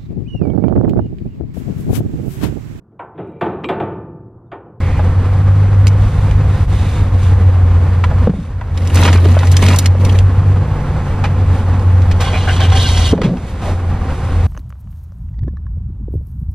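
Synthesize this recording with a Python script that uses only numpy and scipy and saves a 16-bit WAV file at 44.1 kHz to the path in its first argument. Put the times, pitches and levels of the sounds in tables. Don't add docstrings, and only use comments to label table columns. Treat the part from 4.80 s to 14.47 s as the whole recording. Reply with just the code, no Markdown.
import sys
import numpy as np
from scipy import signal
from scipy.fft import rfft, irfft
from scipy.io import wavfile
from scipy.ndimage import uniform_filter1d, minimum_filter1d, map_coordinates

SR = 44100
rng = np.random.default_rng(int(sys.argv[2]) if len(sys.argv) > 2 else 0)


def unload_audio(sound):
    columns = np.transpose(np.atleast_2d(sound))
    steps = np.round(np.clip(columns, -1, 1) * 32767)
    wavfile.write(sys.argv[1], SR, steps.astype(np.int16))


N = 426447
TIME = np.arange(N) / SR
FREQS = np.fft.rfftfreq(8192, 1 / SR)

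# (time [s], catch level [dB], slide length [s], slide level [dB])
JUG_CATCHES = [(7.405, -22.5, 0.05, -32), (7.532, -23, 0.08, -34), (7.673, -23.5, 0.037, -29.5),
               (7.795, -21.5, 0.007, -29.5), (7.915, -26, 0.32, -24.5)]


def amp(db):
    return 10 ** (np.asarray(db) / 20)


def unit(x):
    return x / np.sqrt(np.mean(x ** 2) + 1e-20)


def curve(rows):
    return np.interp(TIME, *np.transpose(rows))


def shaped(x, response):
    return signal.oaconvolve(x, np.fft.fftshift(irfft(response))[1:], "same")


def colour(x, points, peaks=()):
    hz, db = np.transpose(points)
    shape_db = np.interp(np.log(FREQS + 1), np.log(hz), db)
    for centre, width, height in peaks:
        shape_db = shape_db + height / (1 + (2 * (FREQS - centre) / width) ** 2)
    return unit(shaped(x, amp(shape_db)))


def wander(rate_hz):
    coarse = TIME[::50]
    hz = np.fft.rfftfreq(len(coarse), coarse[1])
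    spectrum = rfft(rng.standard_normal(len(coarse))) / (1 + (hz / rate_hz) ** 4)
    return np.interp(TIME, coarse, unit(irfft(spectrum, len(coarse))))


def add(mix, start, sound):
    part = mix[max(round(start * SR), 0):][:len(sound)]
    part += sound[:len(part)]


def strokes(rows, attack_s, release_s):
    power = np.zeros(N)
    for start, length, db in rows:
        away = np.maximum((start - TIME) / attack_s, (TIME - start - length) / release_s)
        power += amp(db - 20 * np.clip(away, 0, 10)) ** 2
    return np.sqrt(power)


def slips(per_s, spread_db, hiss):
    sizes = amp(spread_db * np.minimum(rng.exponential(1, N), 4)) * rng.choice([-1, 1], N)
    clicks = unit(sizes * (rng.random(N) < per_s / SR))
    return unit(clicks + hiss * rng.standard_normal(N))


def crinkles(per_s, q):
    out = np.zeros(N)
    for hz in np.geomspace(230, 6500, num=34):
        clicks = np.zeros(N)
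        at = rng.integers(0, N, round(per_s * N / SR))
        clicks[at] = rng.choice([-1, 1], len(at)) * amp(3 * np.minimum(rng.exponential(1, len(at)), 3))
        out += signal.lfilter(*signal.iirpeak(hz, q, fs=SR), clicks + 1e-12)
    return unit(out)


def drone():
    # (time [s], pitch [Hz])
    glide = [(0, 86.33), (.7, 97.4), (1.45, 98.8), (2.05, 93.9), (3.1, 88.37), (4.15, 87.4), (4.5, 89.44),
             (5.7, 94.36), (6.1, 97.1), (6.5, 92.34), (8, 88.12), (8.3, 83.74), (8.8, 89.7), (9.67, 84.5)]
    # (time [s], level [dB])
    hum_level = [(0, -18), (.5, -8.5), (1.4, -11.5), (2.2, -17), (2.5, -8.5), (3.05, -8.5), (3.9, -15.5),
                 (4.25, -6.5), (5.6, -9.5), (6.1, -27.5), (6.6, -12.5), (7.3, -9.5), (7.5, -15.5),
                 (8.25, -10), (8.55, -27), (9.1, -16), (9.35, -23.5), (9.67, -7.5)]
    # (time [s], level [dB])
    upper_level = [(0, -32), (1.4, -21.5), (2.3, -33), (6, -24), (7.2, -30), (9.67, -43)]
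    # (frequency [Hz], level [dB])
    rumble_tone = [(8, -64), (22, -2.5), (38, 17), (52, 21.5), (72, 20.5), (100, 21), (135, 10), (220, -52)]
    # (time [s], level [dB])
    rumble_level = [(0, -15), (.8, -19.5), (1.4, -12), (3.2, -18.5), (3.6, -11), (4.9, -29), (5.4, -16.5),
                    (5.9, -17.5), (7.5, -18.5), (8.2, -15), (9, -24.5), (9.67, -15)]
    pitch = curve(glide)
    turns = np.cumsum(pitch + 0.5 * wander(9.2)) / SR
    hum = unit(np.sin(2 * np.pi * turns)) * amp(curve(hum_level) + 2.0 * wander(15.2))
    upper_turns = np.cumsum(1.54 * pitch + 2.24 * wander(11.9)) / SR
    upper = unit(np.sin(2 * np.pi * upper_turns)) * amp(curve(upper_level) + 1.4 * wander(1.3))
    rumble = colour(rng.standard_normal(N), rumble_tone) * amp(curve(rumble_level))
    return hum + upper + rumble


def outdoor_air():
    # (frequency [Hz], level [dB])
    tone = [(60, -2), (110, -7), (150, -3), (200, -7.5), (260, -10), (330, -18.5), (500, -18), (640, -26.5),
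            (1100, -21), (2000, -29), (3200, -37.5), (5000, -44), (10000, -48.5), (14000, -59.5)]
    # (frequency [Hz], width [Hz], boost [dB])
    cabin = [(371, 6.6, 3), (520, 80, 4.5), (741, 273, 7), (1043, 19, 4)]
    # (time [s], level [dB])
    level = [(0, -21.5), (1.2, -21), (2.1, -21.5), (3.1, -21), (4.2, -22), (5.5, -21), (6.7, -20.5),
             (7.5, -20.5), (8.6, -22.5), (9.67, -20.5)]
    return colour(rng.standard_normal(N), tone, cabin) * amp(curve(level) + 1.3 * wander(20.3))


def squeaks():
    # (time [s], level [dB], pitch [Hz], width [Hz], length [s])
    events = [(0, -38.5, 2080, 250, 0.17), (0.099, -41.5, 2220, 400, 0.16), (1.7, -50, 3670, 250, 0.13),
              (1.909, -48.5, 3670, 220, 0.42), (5.292, -27.5, 2940, 350, 0.013),
              (7.391, -32, 1160, 150, 0.12), (7.525, -28.5, 2340, 200, 0.074),
              (7.672, -21.5, 1580, 50, 0.049), (7.677, -26.5, 743, 40, .05),
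              (7.682, -28.5, 2860, 90, 0.042), (7.802, -30, 1610, 80, .045), (7.805, -27, 3190, 260, 0.065),
              (7.925, -32, 1580, 70, .045), (7.925, -26, 740, 50, .05), (7.996, -25, 3700, 400, 0.062),
              (8.052, -30.5, 4150, 349.6, .07), (8.233, -31, 3770, 250, .07), (8.813, -28, 610, 207, 0.13)]
    groan_db, groan_hz, groan_width_hz, groan_s = -7, 766, 26, 0.048
    groans = [(start, db + groan_db, groan_hz, groan_width_hz, groan_s) for start, db, _, _ in JUG_CATCHES]
    out = np.zeros(N)
    for start, db, hz, width, length in events + groans:
        progress = np.linspace(0, 1, round(length * SR))
        swell = np.sqrt(progress) * (1 - progress)
        ring = signal.lfilter(*signal.iirpeak(hz, hz / width, fs=SR), rng.standard_normal(SR // 2))
        add(out, start, amp(db) * unit(ring[-len(swell):] * swell))
    return out


def snaps():
    # (time [s], level [dB], centre [Hz], time to fade 60 dB [s])
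    events = [(0.191, -21, 696, 0.04), (1.0692, -14.5, 3400, 0.018), (1.079, -22, 3500, 0.025),
              (1.511, -24, 1580, 0.018), (2.43, -32, 3000, 0.024), (3.239, -15.5, 1080, 0.04),
              (3.312, -30, 822, 0.02), (3.811, -19, 910, 0.039), (3.974, -20, 2414, 0.033),
              (4.073, -19.5, 3743, 0.018), (4.145, -17, 8500, 0.018), (4.156, -16, 6500, 0.024),
              (4.171, -16, 1750, 0.025), (4.195, -25, 1500, 0.028), (4.226, -13, 1210, 0.054),
              (4.234, -7, 2300, 0.017), (4.251, -6, 1400, 0.038), (4.276, -11, 1300, 0.082),
              (4.328, -14, 2000, 0.04), (4.357, -14.5, 1220, 0.028), (4.453, -19, 1420, 0.029),
              (4.486, -29, 2310, 0.029), (4.516, -32, 3000, 0.021), (4.589, -21.5, 2600, 0.027),
              (4.632, -16.5, 910, 0.039), (4.67, -24, 3200, .03), (4.714, -21, 6400, 0.072),
              (4.7674, -7, 3480, 0.018), (4.8235, -15.5, 2300, 0.027), (4.8631, -12, 2700, 0.021),
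              (4.884, -12.5, 2480, 0.03), (4.96, -17, 5500, .035), (4.9863, -.5, 6700, 0.02),
              (5.058, -10.5, 3470, 0.024), (5.249, -17.5, 3360, 0.022), (5.388, -20, 3060, 0.02),
              (6.438, -15.5, 1160, 0.1), (6.994, -36, 2960, 0.031), (7.218, -29.5, 2200, .03),
              (7.312, -21.5, 2070, 0.05), (7.403, -23, 3770, 0.13), (7.801, -22, 2400, 0.06),
              (7.92, -19, 1300, 0.036), (8.377, -15, 760, 0.024), (8.416, -8, 1470, 0.03),
              (8.43, -16, 1540, 0.18), (8.569, -22, 1120, .035)]
    card_hz, card_width_hz, spread_octaves, rise_share = 900, 140, 1.37, 0.035
    out, t = np.zeros(N), np.arange(4096) / SR
    freqs = np.fft.rfftfreq(len(t), 1 / SR)
    hollow = 1 + amp(3) / (1 + (2 * (freqs - card_hz) / card_width_hz) ** 2)
    for start, db, hz, fade_s in events:
        band = (1 + (np.log2((freqs + 1) / hz) / (2 * spread_octaves)) ** 2) ** -4.2
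        ring = unit(irfft(rfft(rng.standard_normal(len(t))) * band * hollow))
        age = t / max(fade_s, .004)
        rise = 1 - np.exp(-age / rise_share)
        add(out, start, amp(db + 3.5 - 60 * age) * ring * rise)
    return out


def bottle_knocks():
    # (time [s], level [dB], pitch [Hz])
    events = [(0.191, -25, 618), (3.239, -13.5, 1008), (3.312, -24, 642), (3.811, -20, 720),
              (4.171, -21, 1396), (4.279, -19, 1090), (4.381, -22.5, 1160), (4.574, -21, 1136),
              (4.62, -28, 1338), (4.742, -24, 1490), (4.903, -19, 1250), (4.944, -18, 1040),
              (4.768, -15, 3070), (5.06, -16, 1880), (5.062, -9, 4170), (5.25, -18.5, 4200),
              (5.388, -19.5, 2780), (6.44, -26, 830)]
    # (multiple of the pitch, level [dB], time to fade 60 dB [cycles of the pitch])
    shoulder = [(1, 1.5, 50), (1.12, -1, 38), (1.32, -0.5, 52), (1.96, -2, 28), (2.23, -5, 42),
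                (2.71, -6, 42)]
    rise_s = 0.00049
    out, t = np.zeros(N), np.arange(SR // 5) / SR
    for start, db, hz in events:
        ring = np.zeros(len(t))
        for multiple, note_db, cycles in shoulder:
            note = np.sin(2 * np.pi * (hz * multiple * t + rng.random()))
            ring += amp(note_db - 60 * t * hz / cycles) * note
        add(out, start, amp(db) * ring * (1 - np.exp(-t / rise_s)))
    return out


def carton_rustle():
    # (frequency [Hz], level [dB])
    tone = [(300, -5), (700, -18.5), (2000, 5), (3500, -1), (6000, -6.5), (10000, -7.5), (14000, -19.5)]
    # (frequency [Hz], width [Hz], boost [dB])
    panels = [(1520, 74, 4), (3660, 300, 4.5), (6540, 400, 3.5)]
    # (time [s], length [s], level [dB])
    swishes = [(1.22, 0.3, -43), (1.71, 0.13, -42.5), (1.93, 0.26, -38), (2.42, .05, -37.5),
               (3.55, .11, -38.5), (6.22, 0.069, -48.5), (6.74, 0.045, -40.5), (8.5, 0.12, -40.5),
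               (8.68, 0.016, -36), (8.83, 0.073, -38), (9.3, 0.55, -43)]
    friction = slips(per_s=1100, spread_db=-0.5, hiss=0.81)
    return colour(friction, tone, panels) * strokes(swishes, attack_s=0.11, release_s=0.15)


def thuds():
    # (time [s], peak level [dB], pitch [Hz])
    events = [(3.4729, 12, 486), (3.4728, 9, 212), (3.495, 9, 174), (3.537, -7, 480), (4.351, -10, 414),
              (4.457, -8, 412), (4.568, -2.5, 613), (4.79, -14, 430), (5.152, -12, 548),
              (5.236, -11.5, 500), (8.329, 8, 270), (8.334, 9, 437), (8.4177, 0, 475), (8.489, -7, 427)]
    # (multiple of the pitch, level [dB], share of the fade time)
    notes = [(1, 6.5, 0.85), (1.55, -5.5, .7), (2.201, -4, 0.39), (3.4, 1, 0.037)]
    fade_cycles, rise_cycles = 11.7, 0.24
    out, t = np.zeros(N), np.arange(SR // 2) / SR
    for start, db, hz in events:
        fade_s, rise_s = fade_cycles / hz, rise_cycles / hz
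        ring = sum(amp(note_db - 60 * t / (fade_s * share)) * np.sin(2 * np.pi * hz * multiple * t)
                   for multiple, note_db, share in notes)
        dull_noise = signal.lfilter(*signal.butter(2, 900, fs=SR), rng.standard_normal(len(t)))
        puff = unit(dull_noise) * amp(-18.5 - 60 * t / fade_s)
        blow = (ring + puff) * (1 - np.exp(-t / rise_s))
        add(out, start, amp(db) * blow / abs(blow).max())
    return out


def sloshes():
    # (time [s], length [s], level [dB])
    churns = [(3.5, 0.085, -23), (3.99, 0.035, -24), (4.18, 0.12, -17), (4.44, 0.037, -19.5),
              (4.82, 0.086, -22.5), (5.2, 0.15, -22.5), (8.345, 0.12, -11.5), (8.45, 0.08, -12.5)]
    # (frequency [Hz], level [dB])
    tone = [(90, -5), (160, 10.5), (230, 1), (350, -9), (550, -9), (800, -20), (1500, -37), (4000, -65)]
    # (time [s], level [dB], starting pitch [Hz])
    glugs = [(3.54, -3, 185), (3.566, -12, 270), (3.586, 0.5, 165), (3.614, -9.5, 215), (4.51, -11, 224),
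             (8.388, -4.5, 190), (8.444, 7, 172), (8.468, 4, 120), (8.503, -2, 202), (8.518, 1.5, 172.3),
             (8.553, -8, 236)]
    fade_s, rise_s, climb_per_s = 0.13, 0.0025, 1.3
    bubbles = crinkles(per_s=50, q=6.2) + 0.67 * slips(per_s=400, spread_db=0.0, hiss=0.31)
    out = colour(bubbles, tone) * strokes(churns, attack_s=0.049, release_s=0.1)
    t = np.arange(SR // 4) / SR
    for start, db, hz in glugs:
        ring = np.sin(2 * np.pi * hz * (t + climb_per_s * t ** 2 / 2))
        add(out, start, amp(db - 60 * t / fade_s) * (1 - np.exp(-t / rise_s)) * ring)
    return out


def bottle_shove():
    # (time [s], length [s], level [dB])
    pushes = [(3.98, 0.99, -30), (4.17, 0.093, -17), (4.335, 0.016, -21.5), (4.44, 0.4, -31),
              (4.825, 0.11, -18), (4.98, 0.072, -24.5), (5.21, 0.18, -30)]
    # (frequency [Hz], level [dB])
    tone = [(200, 9), (350, -2), (600, -5.5), (900, -9), (1400, -11.5), (1900, -10.5), (2700, -12.5),
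            (4000, -16.5), (5500, -21), (8000, -14.5), (11000, -11.5), (14000, -22)]
    # (frequency [Hz], width [Hz], boost [dB])
    wall = [(950, 200, 3), (1560, 140, -6), (1920, 300, 3), (2690, 200, 3), (3880, 250, 2.5),
            (5450, 250, 2)]
    crackle = .6 * slips(per_s=1800, spread_db=2.8, hiss=.5) + crinkles(per_s=190, q=9)
    crackle += amp(-5) * crinkles(per_s=6, q=16)
    crackle *= amp(2.5 * wander(50))
    return colour(crackle, tone, wall) * strokes(pushes, attack_s=0.072, release_s=0.047)


def whines():
    # (time [s], length [s], level [dB], pitch [Hz], waver [Hz])
    tones = [(5.0, 4.7, -42, 364, 2.09), (5.6, 1.8, -42, 866, 24.7), (9.0, .7, -39.5, 779, 11.86)]
    out = np.zeros(N)
    for start, length, db, hz, waver in tones:
        turns = np.cumsum(hz + waver * wander(30)) / SR
        swell = strokes([(start, length, db)], attack_s=0.73, release_s=0.73)
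        out += unit(np.sin(2 * np.pi * turns)) * swell
    return out


def jug_rub():
    # (frequency [Hz], level [dB])
    body_tone = [(150, -20), (300, 2), (700, 3.5), (1100, -2), (1600, -4), (2400, -2.5), (3200, -10.5),
                 (6000, -44)]
    # (frequency [Hz], level [dB])
    hiss_tone = [(1500, -17.5), (2500, -15), (3000, 0), (4500, -6), (6000, -6), (8000, -9), (11000, -10.5),
                 (14000, -36)]
    # (frequency [Hz], width [Hz], boost [dB])
    wall = [(738, 48, 11), (1070, 79, 7), (1550, 32, 9), (2020, 63, 8), (2430, 68, 3), (2870, 65, 5),
            (3165, 55, 7.5), (3380, 50, 6), (3765, 70, 6.5), (4010, 40, 3), (4240, 70, 5), (4475, 55, 8),
            (5615, 90, 6), (6620, 90, 5), (7710, 90, 5)]
    # (pitch [Hz], level [dB])
    notes = [(1075, -5), (1560, -3), (2030, -2), (2860, -1), (3165, -7), (3380, -3), (3765, -1), (4010, -1),
             (4240, -1), (4478, 2)]
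    catch_hold_s, slide_delay_s = 0.017, 0.044
    ring_fade_s, sway_db, flex_s = .17, 5, .00006
    friction = slips(per_s=3000, spread_db=2.6, hiss=.6) * amp(2.2 * wander(75))
    friction += amp(-8) * crinkles(per_s=55, q=31)
    catches = [(start, catch_hold_s, db) for start, db, _, _ in JUG_CATCHES]
    slides = [(start + slide_delay_s, length, db) for start, _, length, db in JUG_CATCHES]
    catch = strokes(catches, attack_s=0.0069, release_s=0.21)
    slide = strokes(slides, attack_s=0.099, release_s=0.11)
    body = colour(friction, body_tone, wall) * np.hypot(catch, amp(-3.5) * slide)
    rub = body + colour(friction, hiss_tone, wall) * slide
    ring = np.zeros(N)
    for hz, db in notes:
        q = hz * ring_fade_s * np.pi / np.log(1000)
        sway = amp(sway_db * wander(10))
        ring += amp(db) * signal.lfilter(*signal.iirpeak(hz, q, fs=SR), rub * sway)
    flexed = (TIME + flex_s * wander(7)) * SR
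    return amp(-1.5) * map_coordinates(rub + ring, [flexed], order=3)


def cargo_echo(x, fade_s, echo_db):
    t = np.arange(SR // 4) / SR
    tail = rng.standard_normal(len(t)) * amp(-60 * t / fade_s) * (t > .004)
    return x + amp(echo_db) * signal.fftconvolve(x, tail / np.linalg.norm(tail))[:N]


def handling():
    sounds = bottle_shove() + jug_rub() + squeaks() + carton_rustle() + snaps() + bottle_knocks()
    return cargo_echo(sounds, fade_s=0.043, echo_db=-10.5)


def stereo(source, phase_scale, scatter_hz, right_db):
    # (frequency [Hz], phase [radians])
    left_phase = [(0, 0), (1000, -0.07), (3300, 0.75), (5200, -1.26), (7400, -1.88), (8900, -2),
                  (11000, -3)]
    scatter_share = .21 * FREQS / (FREQS + scatter_hz) * FREQS / (FREQS + 500)
    direct = shaped(source(), np.sqrt(1 - scatter_share))
    scattered = shaped(source(), np.sqrt(scatter_share))
    tilt = amp(right_db / 2 * FREQS / (FREQS + 300))
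    lag = np.exp(1j * phase_scale * np.interp(FREQS, *np.transpose(left_phase)))
    return np.array([shaped(direct + scattered, lag / tilt), shaped(direct - scattered, tilt)])


def scene():
    near = stereo(handling, phase_scale=1.0, scatter_hz=3980, right_db=1.1)
    far = stereo(outdoor_air, phase_scale=1.13, scatter_hz=3000, right_db=2.0)
    dip_at_s, dip_width_s, dip_db = 1.868, 0.016, -8
    dip = amp(dip_db * np.exp(-((TIME - dip_at_s) / dip_width_s) ** 2))
    return (near + far) * dip + thuds() + sloshes() + drone() + whines()


def record(dry):
    threshold_db, hold_s, recovery_db_per_s = 4.5, 0.2, 21.0
    ceiling, cutoff_hz = .97, 15200
    dry = dry * signal.windows.tukey(N, .001)
    soft_treble = amp(np.interp(FREQS, [11500, 14000, 16000], [0, -1.5, -7]))
    dry = np.array([shaped(channel, soft_treble) for channel in dry])
    peak = abs(dry).max(0) + 1e-9
    half_hold = round(hold_s * SR / 2)
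    needed_db = np.minimum(threshold_db - 20 * np.log10(peak), 0)
    held_cut_db = -minimum_filter1d(needed_db, size=2 * half_hold + 1, origin=half_hold)
    recovery_db = recovery_db_per_s * TIME
    cut_db = np.maximum.accumulate(held_cut_db + recovery_db) - recovery_db
    gain = np.minimum(amp(-cut_db), ceiling / peak)
    gain = uniform_filter1d(minimum_filter1d(gain, size=129), size=129)
    low_pass = signal.firwin(255, cutoff_hz, window=("kaiser", 9), fs=SR)
    return signal.oaconvolve(dry * gain, low_pass[None], "same")


dry = scene()
out = record(dry)
unload_audio(out)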